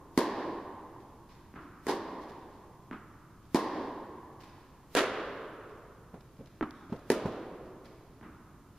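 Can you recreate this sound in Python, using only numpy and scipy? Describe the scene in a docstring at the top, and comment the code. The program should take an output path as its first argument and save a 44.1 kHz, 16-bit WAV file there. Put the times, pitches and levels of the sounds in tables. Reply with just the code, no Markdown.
"""Indoor tennis rally

Heard in a large hall from beside the near player, by a closely spaced microphone pair.
Each stroke is a hollow pop of the ball with a crack of the strings; the near walls scatter it,
the far end throws it back and the hall rings on. Between strokes the ball bounces and shoes
thud and scuff. Ventilation hums throughout."""
import sys
import numpy as np
from scipy import signal
from scipy.io import wavfile

SR = 44100
rng = np.random.default_rng(int(sys.argv[2]) if len(sys.argv) > 2 else 0)


def generate_wav(signal):
    """Clip the signal to [-1, 1] and save it as 16-bit WAV at the path in sys.argv[1]."""
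    frames = np.transpose(np.atleast_2d(signal))
    scaled = np.clip(frames, -1, 1) * 32767
    pcm = np.round(scaled).astype(np.int16)
    wavfile.write(sys.argv[1], SR, pcm)


N = 387195
HZ = np.fft.rfftfreq(2048, 1 / SR)
MIC_SPACING_M, SOUND_M_PER_S = .028, 343

# radiated spectrum per stroke kind: freq_hz, level_db
STROKE_SPECTRA = { "drive": [(70, -31), (135, -21), (200, -6), (320, 2), (480, -4.5), (700, -8),
                  (1060, -3.5), (1300, -20), (1830, -15), (2400, -24), (4900, -23), (6300, -29),
                  (11000, -33), (15500, -44)], "flat": [(70, -27), (150, -18), (240, -7.5), (430, 1.5),
                  (600, -3.5), (820, -12.5), (1020, -8.5), (1500, -9), (2300, -13.5), (3300, -15.5),
                  (5000, -23), (10000, -28), (15500, -45)], "volley": [(70, -19), (150, -9), (240, -1),
                  (380, 1), (600, -4), (820, -13), (1020, -11), (1500, -17.5), (2300, -21), (3300, -23),
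                  (5000, -27), (10000, -31), (15500, -41)]}
# string crack spectrum: freq_hz, level_db
CRACK_SPECTRUM = [(300, -18), (700, -3), (950, 0), (1300, -8), (1850, -3), (2550, -7), (3300, -13),
                  (4600, -8), (5800, -13), (7300, -12), (10000, -14), (15500, -28)]
# racket strokes: start_s, kind, level_db, pitch_hz, crack_rel_db, ring_rel_db, aim, shadow
# aim 0-1: racket faces the far end; shadow 0-1: player's body hides it
STROKES = [ (-1.0, "drive", 5.5, 290, -10, -24, 1, 0), (0.1758, "drive", 3.8, 300, -9.3, -20, 1, 0),
           (1.8678, "drive", 4, 360, -19, -22, .15, 1), (3.5458, "drive", 3.3, 295, -13, -20, 1, 0),
           (4.9508, "flat", 9.3, 500, -15, -13.5, 0, .88), (7.1016, "volley", 3.5, 400, -7.8, -18, .3, 0)]


def strokes(echo_delay_s=.15, swish_db=-35, frame_hz=920, frame_db=-14.5, flash_db=-11):
    """Racket meets ball: swish, crack, pop and string ring, then the answer of the hall."""
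    out = np.zeros((2, N))
    for start_s, kind, db, pitch_hz, crack_db, ring_db, aim, shadow in STROKES:
        # aimed down the court, a stroke wakes the hall and its far end
        hall_db, echo_db = -2.8 + 5.1 * aim, -16.5 + 11.5 * aim
        wall_s, pan_db = .0173 - .0057 * aim, -1.5 + 9.5 * aim
        # a hidden racket is heard mostly by way of the walls, and later
        pop_db, build_s = 3.3 - 14.5 * shadow, .0073 + .016 * shadow
        spectrum, snap = read(STROKE_SPECTRA[kind], HZ), read(CRACK_SPECTRUM, HZ)
        click, swing = impulse(spectrum), swish()
        knock = pop(pitch_hz, cycles=.38) + amp(frame_db) * pop(frame_hz, cycles=1.1)
        add(out, start_s - swing.shape[1] / SR, amp(db + swish_db) * swing)
        add(out, start_s, amp(db + crack_db) * mirrored(crack(shaded_click(snap, pan_db)), wall_s))
        add(out, start_s, amp(db + pop_db) * mirrored(knock, wall_s))
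        add(out, start_s, amp(db + ring_db) * strings())
        # the back wall scatters a short flash of treble
        flash = crack(shaded_click(snap + 20 * treble(3000), pan_db), t60_s=.035)
        add(out, start_s + wall_s, amp(db + crack_db + flash_db) * flash)
        add(out, start_s, amp(db) * excite(near_walls(build_s), shaded_click(spectrum, pan_db)))
        add(out, start_s, amp(db + hall_db) * excite(hall(), click))
        add(out, start_s + echo_delay_s, amp(db + echo_db) * excite(far_end(), click))
    return out


def pop(pitch_hz, cycles):
    """A few swings of air that swell and die as a struck body flattens and springs back."""
    turns = np.arange(SR // 10) * pitch_hz / SR
    return unit(-turns ** 2 * np.exp(-turns / cycles) * np.sin(2 * np.pi * turns))


def crack(click, t60_s=.018):
    """A brief noise burst: the ball slapping and sliding on the strings, or scatter off a wall."""
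    t = np.arange(SR // 20) / SR
    noise = diffuse(len(t), lambda t, hz: 0)
    return excite(noise * amp(-60 * t / t60_s), click)


# string bed modes: freq_hz, level_db, t60_s
STRING_MODES = [(570, -2, .25), (970, -2, .4), (1341, -3, .5), (1653, 1, .4), (2236, -7, .45),
                (2454, -11, .45), (2840, -12, .4), (3004, -11, .4), (3819, -12, .35)]


def strings():
    """The string bed rings on after the ball leaves; each mode meets the pair at its own angle."""
    t = np.arange(SR // 2) / SR
    lags_s = rng.uniform(-1, 1, (len(STRING_MODES), 2, 1)) * MIC_SPACING_M / SOUND_M_PER_S
    return unit(sum(amp(db - 60 * t / t60_s) * np.sin(2 * np.pi * hz * (t + lag_s))
                    for (hz, db, t60_s), lag_s in zip(STRING_MODES, lags_s)))


def swish(rise_s=.025, corner_hz=1200):
    """Air through the strings grows as the racket speeds up to the ball."""
    length = SR // 8
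    air = diffuse(length, lambda t, hz: -10 * np.log10(1 + hz / corner_hz))
    return unit(air * np.exp((np.arange(length) - length) / SR / rise_s))


# bouncing ball spectrum: freq_hz, level_db
BALL_SPECTRUM = [(70, -13), (170, -4), (310, 2), (500, -15), (800, -14), (1250, -7), (2000, -18),
                 (3000, -28), (5000, -46), (15000, -60)]
# ball bounces: start_s, level_db, distance_m, pitch_hz, treble_db
BOUNCES = [ (1.540, -11, 34, 230, 1.5), (2.912, -14, 7, 230, 3.5), (6.6100, -9.5, 3.8, 305, -2.5),
           (8.212, -14.5, 26, 240, 1)]


def bounces(hall_radius_m=8, wall_s=.0172, clack_db=-4.5, shell_hz=1200, shell_db=-5.5):
    """The hollow ball pops on the court and its shell clacks; far bounces are mostly hall."""
    out = np.zeros((2, N))
    for start_s, db, distance_m, pitch_hz, treble_db in BOUNCES:
        closeness_db = 20 * np.log10(hall_radius_m / distance_m)
        direct_db, scatter_db = db + closeness_db, db + 1.5 + .5 * closeness_db
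        clack = impulse(read(BALL_SPECTRUM, HZ) + treble_db * treble(800))
        walls = near_walls(build_s=.01 + .0005 * distance_m)
        knock = pop(pitch_hz, cycles=.5) + amp(shell_db) * pop(shell_hz, cycles=.4)
        add(out, start_s, amp(direct_db) * mirrored(knock, wall_s))
        add(out, start_s, amp(direct_db + clack_db) * mirrored(clack, wall_s))
        add(out, start_s + FLOOR_DELAY_S, amp(direct_db - 3) * hollow_note(pitch_hz))
        add(out, start_s + wall_s, amp(direct_db - 1.5) * crack(clack, t60_s=.06))
        add(out, start_s, amp(scatter_db) * excite(walls, clack))
        add(out, start_s, amp(db) * excite(hall(), clack))
    return out


def hollow_note(pitch_hz, t60_s=.25):
    """The low note of a bounced ball, dying away."""
    t = np.arange(SR // 3) / SR
    return unit(amp(-60 * t / t60_s) * np.sin(2 * np.pi * pitch_hz * t))


# sole impact spectrum: freq_hz, level_db
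SOLE_SPECTRUM = [(50, -8), (130, 0), (300, -1), (600, -2), (900, -12), (1500, -21), (3000, -35),
                 (14000, -50)]
# footfalls: start_s, level_db, pitch_hz, treble_db
FOOTFALLS = [ (6.138, -18.5, 170, 5), (6.389, -22, 160, -12), (6.403, -18, 130, -14), (6.894, -22, 130, -9),
             (6.922, -6.8, 220, 1), (7.253, -3.5, 160, 4)]


def footsteps(cycles=.28, wall_s=.017, slap_delay_s=.004, slap_hz=700, fade_db_per_s=130):
    """The heel thumps close by, then the soft sole slaps down, leaving only a short scatter."""
    out = np.zeros((2, N))
    for start_s, db, pitch_hz, treble_db in FOOTFALLS:
        click = impulse(read(SOLE_SPECTRUM, HZ) + treble_db * treble(700))
        walls = near_walls(build_s=.004)
        walls *= amp(-fade_db_per_s * np.arange(walls.shape[1]) / SR)
        heel, slap = pop(pitch_hz, cycles), pop(slap_hz, cycles)
        add(out, start_s, amp(db) * mirrored(heel, wall_s))
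        add(out, start_s + slap_delay_s, amp(db - 12 + treble_db) * mirrored(slap, wall_s))
        add(out, start_s, amp(db - .5) * excite(walls, click))
        add(out, start_s, amp(db - 9.5) * excite(hall(), click))
    return out


# sole friction spectrum: freq_hz, level_db
SCUFF_SPECTRUM = [(200, -10), (1000, -1), (1600, 1), (3000, -4), (5000, -4), (7000, -13), (15000, -21)]
# distinct shoe scuffs, and at 6.708 s a brief tick just after the near bounce: start_s, length_s, level_db
SCUFFS = [(1.285, .05, -30), (2.20, .05, -29), (2.28, .03, -30), (4.395, .055, -24.5), (6.708, .002, -27),
          (6.89, .05, -33), (7.84, .04, -29)]


def scuffs(grain_db=4, hall_db=-4):
    """Soles rub the court in short grainy slides."""
    out = np.zeros((2, N))
    click = impulse(read(SCUFF_SPECTRUM, HZ))
    for start_s, length_s, db in SCUFFS + toe_ticks() + shuffles():
        progress = np.arange(SR // 3) / SR / length_s
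        grains = diffuse(len(progress), lambda t, hz: grain_db * rng.standard_normal(t.shape))
        rub = grains * progress * np.exp(-2 * progress)
        add(out, start_s, amp(db) * excite(rub, click))
    return out + amp(hall_db) * convolve(out[0], hall())[:, :N]


def toe_ticks(delay_s=.068, length_s=.005, level_db=-36.5):
    """Scuff rows: the toe ticks on the court as each foot rolls over."""
    return [(start_s + delay_s, length_s, level_db) for start_s, *_ in FOOTFALLS]


def shuffles(rate_hz=1, length_range_s=(.03, .06), level_db=-39):
    """Scuff rows: faint slides at a loose walking pace."""
    return [((k + rng.random()) / rate_hz, rng.uniform(*length_range_s), level_db)
            for k in range(round(rate_hz * N / SR))]


FLOOR_DELAY_S = .0045
# mirror images: floor_db, back_wall_db
IMAGES_DB = [-13, -8.5]


def mirrored(direct, wall_s):
    """A sound followed by its images in the floor and the back wall."""
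    out = np.zeros((2, SR // 5))
    add(out, 0, direct)
    for delay_s, db in zip((FLOOR_DELAY_S, wall_s), IMAGES_DB):
        add(out, delay_s, amp(db) * direct)
    return out


# near scatter decay: freq_hz, t60_s
NEAR_DECAY = [(100, .25), (400, .25), (1500, .25), (5000, .24), (14000, .22)]


def near_walls(build_s, clump_db=2):
    """Early scatter from the nearest walls and the roof beams arrives in clumps."""
    def level_db(t, hz):
        return clump_db * rng.standard_normal(t.shape) - 60 * t / read(NEAR_DECAY, hz)
    return reflections(SR // 2, level_db, build_s)


# hall decay: freq_hz, t60_s
HALL_DECAY = [(100, 1.8), (320, 2.6), (600, 2.15), (1050, 2.85), (2000, 1.8), (4500, 1.25), (7500, .8),
              (14000, .55)]
# hall spectrum: freq_hz, level_db
HALL_SPECTRUM = [(100, -2), (300, 0), (1000, 1), (2500, 0), (5000, -1), (8000, -5), (14000, -6)]


def hall(build_s=.03):
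    """The long ring of the hall; air absorbs the treble first."""
    def level_db(t, hz):
        return read(HALL_SPECTRUM, hz) - 60 * t / read(HALL_DECAY, hz)
    return reflections(2 * SR, level_db, build_s)


def far_end(t60_s=.8, dull_db_per_khz=2.4, build_s=.07):
    """A smeared, dull echo from the other end of the hall."""
    return reflections(2 * SR // 3, lambda t, hz: -60 * t / t60_s - dull_db_per_khz * hz / 1000, build_s)


# ventilation spectrum: freq_hz, level_db
VENTILATION_SPECTRUM = [(20, -4), (60, -1), (130, 0), (230, -7), (330, -8), (500, -18), (750, -20),
                        (1100, -18), (1600, -26), (2400, -30.5), (4000, -33), (7000, -33), (13500, -36),
                        (15500, -42)]


def ventilation(rms_db=-56.7):
    """Steady rumble and faint hiss that fill the hall."""
    air = diffuse(N, lambda t, hz: read(VENTILATION_SPECTRUM, hz), fft_size=4096, coherence=.97)
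    return amp(rms_db) * np.sqrt(N) * unit(air)


def reflections(length, level_db, build_s):
    """Diffuse reflections that thicken over the build-up time."""
    swell = 1 - np.exp(-(np.arange(length) / SR / build_s) ** 2)
    return unit(diffuse(length, level_db) * swell)


def diffuse(length, level_db, fft_size=256, coherence=1):
    """Noise from all sides, shaped by level_db(t, hz); the microphones agree in the bass only."""
    hop = fft_size // 4
    t = np.arange(length // hop + 5)[:, None] * hop / SR
    hz = np.fft.rfftfreq(fft_size, 1 / SR)
    shape = (2, len(t), len(hz))
    left, independent = rng.standard_normal(shape) + 1j * rng.standard_normal(shape)
    shared = coherence * np.sinc(2 * hz * MIC_SPACING_M / SOUND_M_PER_S)
    right = shared * left + np.sqrt(1 - shared ** 2) * independent
    frames = np.array([left, right]) * amp(level_db(t, hz))
    _, noise = signal.istft(frames, nperseg=fft_size, noverlap=fft_size - hop, time_axis=1, freq_axis=2)
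    return noise[:, :length]


def shaded_click(spectrum_db, pan_db):
    """A click per microphone; their housing shades the far side's treble. Positive pan is left."""
    return np.array([impulse(spectrum_db + side * pan_db * treble(3000)) for side in (.5, -.5)])


def impulse(spectrum_db):
    """The shortest causal click with this spectrum."""
    log_gain = np.log(amp(np.r_[spectrum_db, spectrum_db[-2:0:-1]]))
    minimum_phase = np.exp(np.conj(signal.hilbert(log_gain)))
    return unit(np.fft.ifft(minimum_phase).real)


def treble(corner_hz):
    """A shelf from 0 in the bass to 1 in the treble."""
    return HZ ** 2 / (HZ ** 2 + corner_hz ** 2)


def excite(response, click):
    """A response coloured by a click, at unit energy."""
    return unit(convolve(response, click))


def convolve(a, b):
    """Convolution along time, mono or stereo."""
    return signal.fftconvolve(np.atleast_2d(a), np.atleast_2d(b), axes=1)


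def amp(db):
    """Decibels to gain."""
    return 10 ** (np.asarray(db) / 20)


def unit(sound):
    """Scales to a mean energy of 1 per channel."""
    return sound / np.sqrt(np.mean(np.sum(sound ** 2, -1)) + 1e-20)


def read(table, hz):
    """Interpolates a table on a log-frequency axis."""
    freq_hz, values = np.transpose(table)
    return np.interp(np.log(hz + 1), np.log(freq_hz + 1), values)


def add(mix, start_s, sound):
    """Mixes a sound in at start_s, trimming what falls outside."""
    start = round(start_s * SR)
    sound = sound[..., max(-start, 0):]
    part = mix[:, max(start, 0):][:, :sound.shape[-1]]
    part += sound[..., :part.shape[1]]


def scene():
    """The rally over the hall's own noise."""
    return strokes() + bounces() + footsteps() + scuffs() + ventilation()


def record(dry, balance_db=-.9, notch_hz=7950, notch_width_hz=300, cutoff_hz=15600):
    """The right microphone is slightly louder; a narrow notch and a band limit shape the treble."""
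    notched = signal.lfilter(*signal.iirnotch(notch_hz, notch_hz / notch_width_hz, fs=SR), dry)
    balanced = notched * amp([[balance_db / 2], [-balance_db / 2]])
    lowpass = signal.firwin(511, cutoff_hz, window=("kaiser", 9), fs=SR)
    return signal.oaconvolve(balanced, lowpass[None], "same")


dry = scene()
out = record(dry)
generate_wav(out)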